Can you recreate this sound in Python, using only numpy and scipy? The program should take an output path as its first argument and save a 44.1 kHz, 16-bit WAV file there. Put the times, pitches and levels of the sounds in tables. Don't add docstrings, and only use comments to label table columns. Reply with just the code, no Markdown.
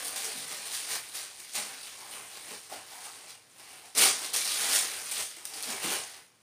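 import sys
import numpy as np
from scipy import signal
from scipy.fft import rfft, irfft
from scipy.io import wavfile

SR = 44100
rng = np.random.default_rng(int(sys.argv[2]) if len(sys.argv) > 2 else 0)


def unload_wav(signal):
    wavfile.write(
        sys.argv[1],
        SR,
        np.round(np.clip(np.atleast_2d(signal).T, -1, 1) * 32767).astype(np.int16),
    )


def gain_from_db(level_db):
    decades = np.asarray(level_db, float) / 20
    return 10 ** decades


N = 283108


def rms_one(x):
    return x / np.sqrt(np.mean(x ** 2) + 1e-20)


def in_time(rows):
    time_s, *columns = np.transpose(rows)
    return [np.interp(np.arange(N) / SR, time_s, column) for column in columns]


def at_hz(points, hz):
    point_hz, value = np.transpose(points)
    return np.interp(np.log(hz), np.log(point_hz), value)


def drift(rate_hz):
    r = np.exp(-80 * np.pi * rate_hz / SR)
    noise = rng.standard_normal(N // 40 + 2002)
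    slow = signal.lfilter([1], [1, -2 * r, r * r], noise)[2000:]
    return np.interp(np.arange(N) / 40, np.arange(len(slow)), rms_one(slow))


def resonance(x, hz, width_hz):
    r = np.exp(-np.pi * width_hz / SR)
    zeros = np.array([1, 0, -1]) * (1 - r * r) / 2
    poles = [1, -2 * r * np.cos(2 * np.pi * hz / SR), r * r]
    return signal.lfilter(zeros, poles, x + 1e-18)


def band(x, low_hz, high_hz):
    edges_hz = [low_hz, min(high_hz, .45 * SR)]
    return signal.sosfilt(signal.butter(2, edges_hz, "band", fs=SR, output="sos"), x)


# pitch_hz, width_hz, level_db
HOLLOW = [(450, 12.784, 3.5), (772.98, 102.13, 0), (1080, 30, -5.5), (282, 344.2, -10)]


def rustle():
    crinkle_db, crisp_db, flex_db, thump_db = handling()
    creases = buckling(6000, spread_db=2.2, clump_db=1.2)

    ticks = rms_one(band(buckling(98, spread_db=-5.5, clump_db=-0.5), 2700, 12000))
    crinkle = patches(creases, 3369.7, 10511, count=8, sharpness=3.257, patchy_db=2.0)
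    crinkle = crinkle + gain_from_db(-16.5) * ticks
    crisp = rms_one(band(creases, 8519, 15251))
    flex = patches(creases, 1231.9, 2804.4, count=6, sharpness=3.842, patchy_db=1.5)

    broad = patches(creases, 135.4, 1017.8, count=9, sharpness=2.5057, patchy_db=-0.256)
    hollow = sum(gain_from_db(level_db + 2.3 * drift(14)) * resonance(broad, pitch_hz, width_hz)
                 for pitch_hz, width_hz, level_db in HOLLOW)
    thump = rms_one(broad + gain_from_db(-2.5) * hollow)

    rumble = rms_one(band(creases, 63, 141.05)) * gain_from_db(0.71017 * thump_db - 37)
    return (rumble + gain_from_db(crinkle_db - 3.5) * crinkle
            + gain_from_db(crinkle_db + crisp_db - 2.5) * crisp
            + gain_from_db(flex_db + 1) * flex + gain_from_db(thump_db - 1.5) * thump)


# time_s, effort_db, depth_db (re effort)
GRIP = [
    [(0, -36, -12), (.14, -44, -7), (.64, -45, -10), (1.06, -44.5, -13), (1.33, -51.5, -12.5),
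     (1.52, -46, -17), (1.66, -42, -8), (1.8, -45, -13.5), (1.98, -47, -9.5)],
    [(2.05, -47, -8), (2.6, -47.5, -18), (2.68, -51.5, -10), (2.84, -55, -13.5), (3.25, -52.5, -5.5),
     (3.43, -63, -8.5), (3.7, -48.5, -10.5), (3.886, -51.5, -7.5), (3.945, -58, -14.5)],
    [(4.14, -42, -14.5), (4.25, -34.5, -15), (4.33, -47.5, -22.5), (4.42, -31.5, -19.5), (4.7, -28.5, -14),
     (4.9, -35, -14.5), (5.0, -39, -12), (5.1, -38.5, -17)],
    [(5.3, -47, -21), (5.435, -58.5, -4.5), (5.58, -41, -12.5), (5.8, -40.5, -12.5), (6.05, -46, -12.5),
     (6.18, -50.5, -7), (6.32, -71, -10), (6.42, -76, -7) ],
]
# peak_s, peak_db, attack_s, fall_10db_s, depth_db (re peak)
SHEET_TUGS = [(.05, -33.5, 0.01754, 0.0786, -35), (.163, -33, 0.00462, 0.2207, -20.5),
              (.25, -38.5, 0.02755, 0.0609, -12), (.375, -37, 0.01927, 0.1079, -26.5),
              (.48, -39, 0.00781, 0.0984, -18), (.52, -37, 0.0219, 0.1283, -13),
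              (.68, -38.5, 0.04012, 0.0621, -14), (.74, -33.5, 0.04846, 0.1656, -19),
              (.915, -34, 0.05706, 0.065, -14.5), (.965, -33, 0.0813, 0.0189, -15.5),
              (1.166, -35, 0.04333, 0.1182, -17.5), (1.405, -45, 0.02886, 0.0012, -19.5),
              (1.558, -28, 0.01867, 0.0644, -15.5), (1.84, -51, 0.0313, 0.1107, -19.5)]
# peak_s, peak_db, attack_s, fall_10db_s, depth_db (re peak)
WAD_TUGS = [(2.13, -43, 0.02657, 0.1415, -7), (2.372, -46, 0.0883, 0.1016, -7),
            (2.519, -42.5, 0.09416, 0.0642, -6), (2.735, -41.5, 0.0546, 0.0863, -5.5),
            (2.93, -45.5, 0.1101, 0.2319, -9), (3.07, -47, 0.1087, 0.1721, -15.5),
            (3.304, -44, 0.04054, 0.0472, -14.5), (3.605, -53, 0.0619, 0.0862, -6.5)]
# peak_s, peak_db, attack_s, fall_10db_s, depth_db (re peak)
WRAP_TUGS = [(3.954, -38.5, 0.008424, 0.4572, -7.5), (3.986, -22.5, 0.029226, 0.0817, -10),
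             (4.034, -17, 0.06847, 0.0659, -14.5), (4.2, -38.5, 0.05115, -0.0812, -12.5),
             (4.346, -27, 0.01813, 0.0868, -18), (4.752, -20.5, 0.04747, 0.0496, -19.5),
             (5.118, -34.5, 0.00604, 0.1623, -17.5), (5.21, -34, 0.0909, 0.0215, -11.5),
             (5.37, -51.5, 0.01337, 0.5871, -8.5), (5.457, -43, 0.004226, 0.1136, -16),
             (5.54, -39.5, 0.045, -0.0619, -18), (5.631, -36.5, 0.00659, 0.0353, -16),
             (5.711, -34.5, 0.08285, 0.0878, -8), (5.843, -30, 0.02731, 0.0961, -9.5),
             (5.935, -30, 0.0692, 0.0678, -10.5), (6.15, -49, 0.0341, -0.1514, -10.5)]
CRISP_GRIP_DB, CRISP_TUG_DB, CRISP_FALL_SHARE = -9.5, -6.5, 0.4312
FLEX_DB, FLEX_FOLLOWS = -4, 0.43384
ATTACK_POWER = 0.952


def handling():
    t = np.arange(N) / SR
    effort_db, depth_db = in_time(np.vstack(GRIP))
    grip_db = np.array([0 * t, CRISP_GRIP_DB + 0 * t, FLEX_FOLLOWS * depth_db, depth_db])
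    power = gain_from_db(2 * (effort_db + grip_db))
    for peak_s, peak_db, attack_s, fall_10db_s, tug_depth_db in SHEET_TUGS + WAD_TUGS + WRAP_TUGS:
        start = max(round((peak_s - attack_s) * SR), 0)
        near = slice(start, round((peak_s + 5 * fall_10db_s) * SR))
        since_s = t[near] - peak_s
        ramp = np.clip(1 + since_s / attack_s, 0, 1) ** ATTACK_POWER
        fallen_db = 10 * np.maximum(since_s, 0) / fall_10db_s
        tug_db = np.array([-fallen_db,
                           CRISP_TUG_DB - fallen_db / CRISP_FALL_SHARE,
                           FLEX_FOLLOWS * tug_depth_db - fallen_db,
                           tug_depth_db - fallen_db])
        power[:, near] += (ramp * gain_from_db(peak_db + tug_db)) ** 2
    crinkle_db, crisp_db, flex_db, thump_db = 10 * np.log10(power)
    return crinkle_db, crisp_db - crinkle_db, flex_db + FLEX_DB, thump_db


def buckling(per_s, spread_db, clump_db):
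    size_db = spread_db * np.minimum(rng.exponential(1, N), 5)
    sizes = gain_from_db(size_db) * rng.choice([-1, 1], N)
    rate_per_s = per_s * gain_from_db(clump_db * (drift(25) + drift(90)))
    return sizes * (rng.random(N) < rate_per_s / SR)


# pitch_hz, density_db (per Hz)
PAPER = [(120, -20.5), (250, -9), (500, -5.5), (1000, -2), (1500, -1.5), (2000, 1.5), (4500, 3), (6000, 1),
         (7300, 3), (8600, -6.5), (10000, -4)]


def patches(clicks, low_hz, high_hz, count, sharpness, patchy_db):
    out, dealt = 0, rng.integers(0, count, N)
    for k, hz in enumerate(np.geomspace(low_hz, high_hz, count)):
        mine = clicks * ((dealt - k) % count < 2)
        width_hz = hz / sharpness
        rung = resonance(resonance(mine, hz, width_hz), hz, width_hz)
        level_db = at_hz(PAPER, hz) + patchy_db * drift(9.13)
        out = out + rms_one(rung) * np.sqrt(hz) * gain_from_db(level_db)
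    return rms_one(out)


# start_s, peak_db, pitch_hz, click_db (first click re peak)
SNAPS = [(0.0804, -25.5, 6150, 10.5), (0.1589, -17, 5742, -4), (0.2417, -12, 5789, -20),
         (0.396, -23.5, 4540, -9.5), (0.6564, -20, 3948, -15.5), (0.8844, -22, 5050, -6),
         (0.9094, -26, 3807, -8), (1.397, -25, 6100, -5), (1.534, -18.5, 6743, -11.5),
         (1.5494, -14, 6250, -18), (1.8296, -22, 4603, -17), (2.0044, -24, 2190, -11),
         (2.11, -21.5, 4114, -18.5), (3.054, -26, 7550, -5), (3.9497, -13, 6244, -17),
         (3.9784, -1, 7594, -10), (4.3357, -13, 5280, -1.5), (4.3614, -4, 5987, -11.5),
         (4.6956, -16, 7560, -0.5), (4.743, -20.5, 4700, 6.5), (5.1129, -12, 7834, -17.5),
         (5.1786, -17, 7930, -9), (5.2232, -13.5, 6743, -6.5), (5.3645, -23, 2173, -11),
         (5.4454, -42.5, 8500, 10), (5.4526, -20, 5682, 5.5), (5.5359, -15, 4731, -19),
         (5.6256, -27.5, 7380, 11), (5.6315, -13.5, 4499, -5.5), (5.8348, -23.5, 4006, -13)]
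SNAP_T60_S, CLICK_T60_S, PUSH_DB = 0.14, 0.006, -24.5


def snaps():
    out, length = np.zeros(N), SR // 5
    t = np.arange(length) / SR
    for start_s, peak_db, pitch_hz, click_db in SNAPS:
        grains = rng.standard_normal(length) * gain_from_db(3 * rng.standard_normal(length))
        shower = grains * gain_from_db(-60 * t / SNAP_T60_S)
        click = np.sign(grains) * gain_from_db(-60 * t / CLICK_T60_S)
        crack = gain_from_db(click_db + 11) * band(click, 3500, 19000)
        bright = 0.5913 * band(shower, 1200, 12000)
        bright = bright + 1.4254 * resonance(shower, pitch_hz, pitch_hz / 5.375)
        push = 8.2 * gain_from_db(PUSH_DB) * band(shower, 300, 1300)
        i = round((start_s + .0007) * SR)
        out[i:i + length] += (gain_from_db(peak_db - 20) * (crack + bright + push))[:N - i]
    return out


# peak_s, peak_db, pitch_hz, length_s
KNOCKS = [(0.196, -44, 709.4, 0.122), (0.285, -42, 427.7, 0.02526), (0.373, -44, 261.4, 0.0441),
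          (0.402, -45.5, 167.2, 0.0559), (.53, -54.5, 163, 0.0526), (0.95, -48.5, 669.9, 0.0489),
          (1.175, -47.5, 673.8, 0.0257), (1.583, -35, 734.4, 0.03903), (1.597, -48, 208.6, 0.03022),
          (2.029, -44, 872.1, 0.04005), (2.167, -42.5, 1080, 0.0407), (2.526, -41.5, 450, 0.03226),
          (2.523, -49.5, 200.7, 0.02694), (2.728, -29, 703.2, 0.0138), (2.955, -42, 774.1, 0.05756),
          (3.068, -38, 801.9, 0.02293), (3.087, -44, 1220, 0.02184), (3.701, -52.5, 786.7, 0.07905),
          (3.3, -63, 150.4, 0.0324), (3.849, -48, 797, 0.03567), (4.037, -45, 313.3, 0.1042),
          (4.358, -49.5, 109.2, 0.0123), (5.194, -65.5, 491.3, 0.0311), (5.386, -52.5, 338.4, 0.03136),
          (5.683, -38, 223.7, 0.02705), (5.727, -37.5, 408.9, 0.03757), (5.85, -38.5, 176, 0.01594),
          (5.862, -33, 283.3, 0.02964), (5.92, -34, 450, 0.03223), (5.95, -57, 133.1, 0.0475)]


def knocks():
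    out, around = np.zeros(N), np.arange(-4000, 8000)
    t = around / SR
    for peak_s, peak_db, pitch_hz, length_s in KNOCKS:
        steepness = np.where(t < 0, 3.0, 1)
        swell = np.exp(-steepness * (t / max(length_s, .005)) ** 2)
        width_hz = pitch_hz / 3.013
        rung = resonance(rng.standard_normal(len(t)), pitch_hz, width_hz)
        rung = rms_one(resonance(rung, pitch_hz, width_hz))
        at = round(peak_s * SR) + around
        inside = (at >= 0) & (at < N)
        out[at[inside]] += (gain_from_db(peak_db - 10.5) * rung * swell)[inside]
    return out


def room(x, count=8):
    place = np.arange(N) / SR / .12
    out = 0
    for k in range(count):
        apart = np.abs((place - k + count / 2) % count - count / 2)
        share = np.cos(np.pi / 2 * np.minimum(apart, 1))
        out = out + signal.fftconvolve(x * share, reflections())[:N]
    return out


# pitch_hz, t60_s
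ROOM_T60 = [(200, 0.18964), (2000, 0.16874), (8000, 0.14007), (15000, 0.1921)]


def reflections():
    t = np.arange(SR // 2) / SR
    edges_hz = 60 * 2. ** np.arange(10)
    tail = 0
    for low_hz, high_hz in zip(edges_hz, edges_hz[1:]):
        t60_s = at_hz(ROOM_T60, np.sqrt(low_hz * high_hz))
        tail = tail + band(rng.standard_normal(len(t)), low_hz, high_hz) * gain_from_db(-60 * t / t60_s)
    tail = tail * np.clip((t - .004) / 0.026788, 0, 1)
    return tail / np.sqrt(np.sum(tail ** 2))


# pitch_hz, density_db (per Hz)
FLOOR = [(24, -58), (40, -70.5), (68, -14), (108, 6), (207, 0), (1680, -5.5), (7340, -17), (9180, -70),
         (15500, -11.5)]
FLOOR_DB = -67.5


def room_tone():
    hz = np.maximum(np.arange(N // 2 + 1) * SR / N, 1)
    spectrum = rfft(rng.standard_normal(N)) * gain_from_db(at_hz(FLOOR, hz))
    return gain_from_db(FLOOR_DB) * rms_one(irfft(spectrum, N))


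def scene():
    paper = rustle() + snaps() + knocks()
    mono = paper + gain_from_db(-5.5) * room(paper) + room_tone()
    return np.array([mono, mono])


def top_cut(x):
    return signal.sosfilt(signal.butter(12, 16670, fs=SR, output="sos"), x)


MIC_HZ, MIC_WIDTH_HZ, MIC_BOOST_DB = 9147.4, 1493.6, 8
CUTOFF_HZ, STOP_HZ = 15525, 16650


def record(dry):
    port = resonance(resonance(dry, MIC_HZ, MIC_WIDTH_HZ), MIC_HZ, 1.931 * MIC_WIDTH_HZ)
    lifted = dry + (gain_from_db(MIC_BOOST_DB) - 1) * port
    rounded = .38 * np.tanh(lifted / .38)
    cut = signal.sosfilt(signal.ellip(12, .5, 38, CUTOFF_HZ, fs=SR, output="sos"), rounded)
    cut = signal.sosfilt(signal.cheby2(10, 50, STOP_HZ, fs=SR, output="sos"), cut)
    return top_cut(cut)


dry = scene()
out = record(dry)
unload_wav(out)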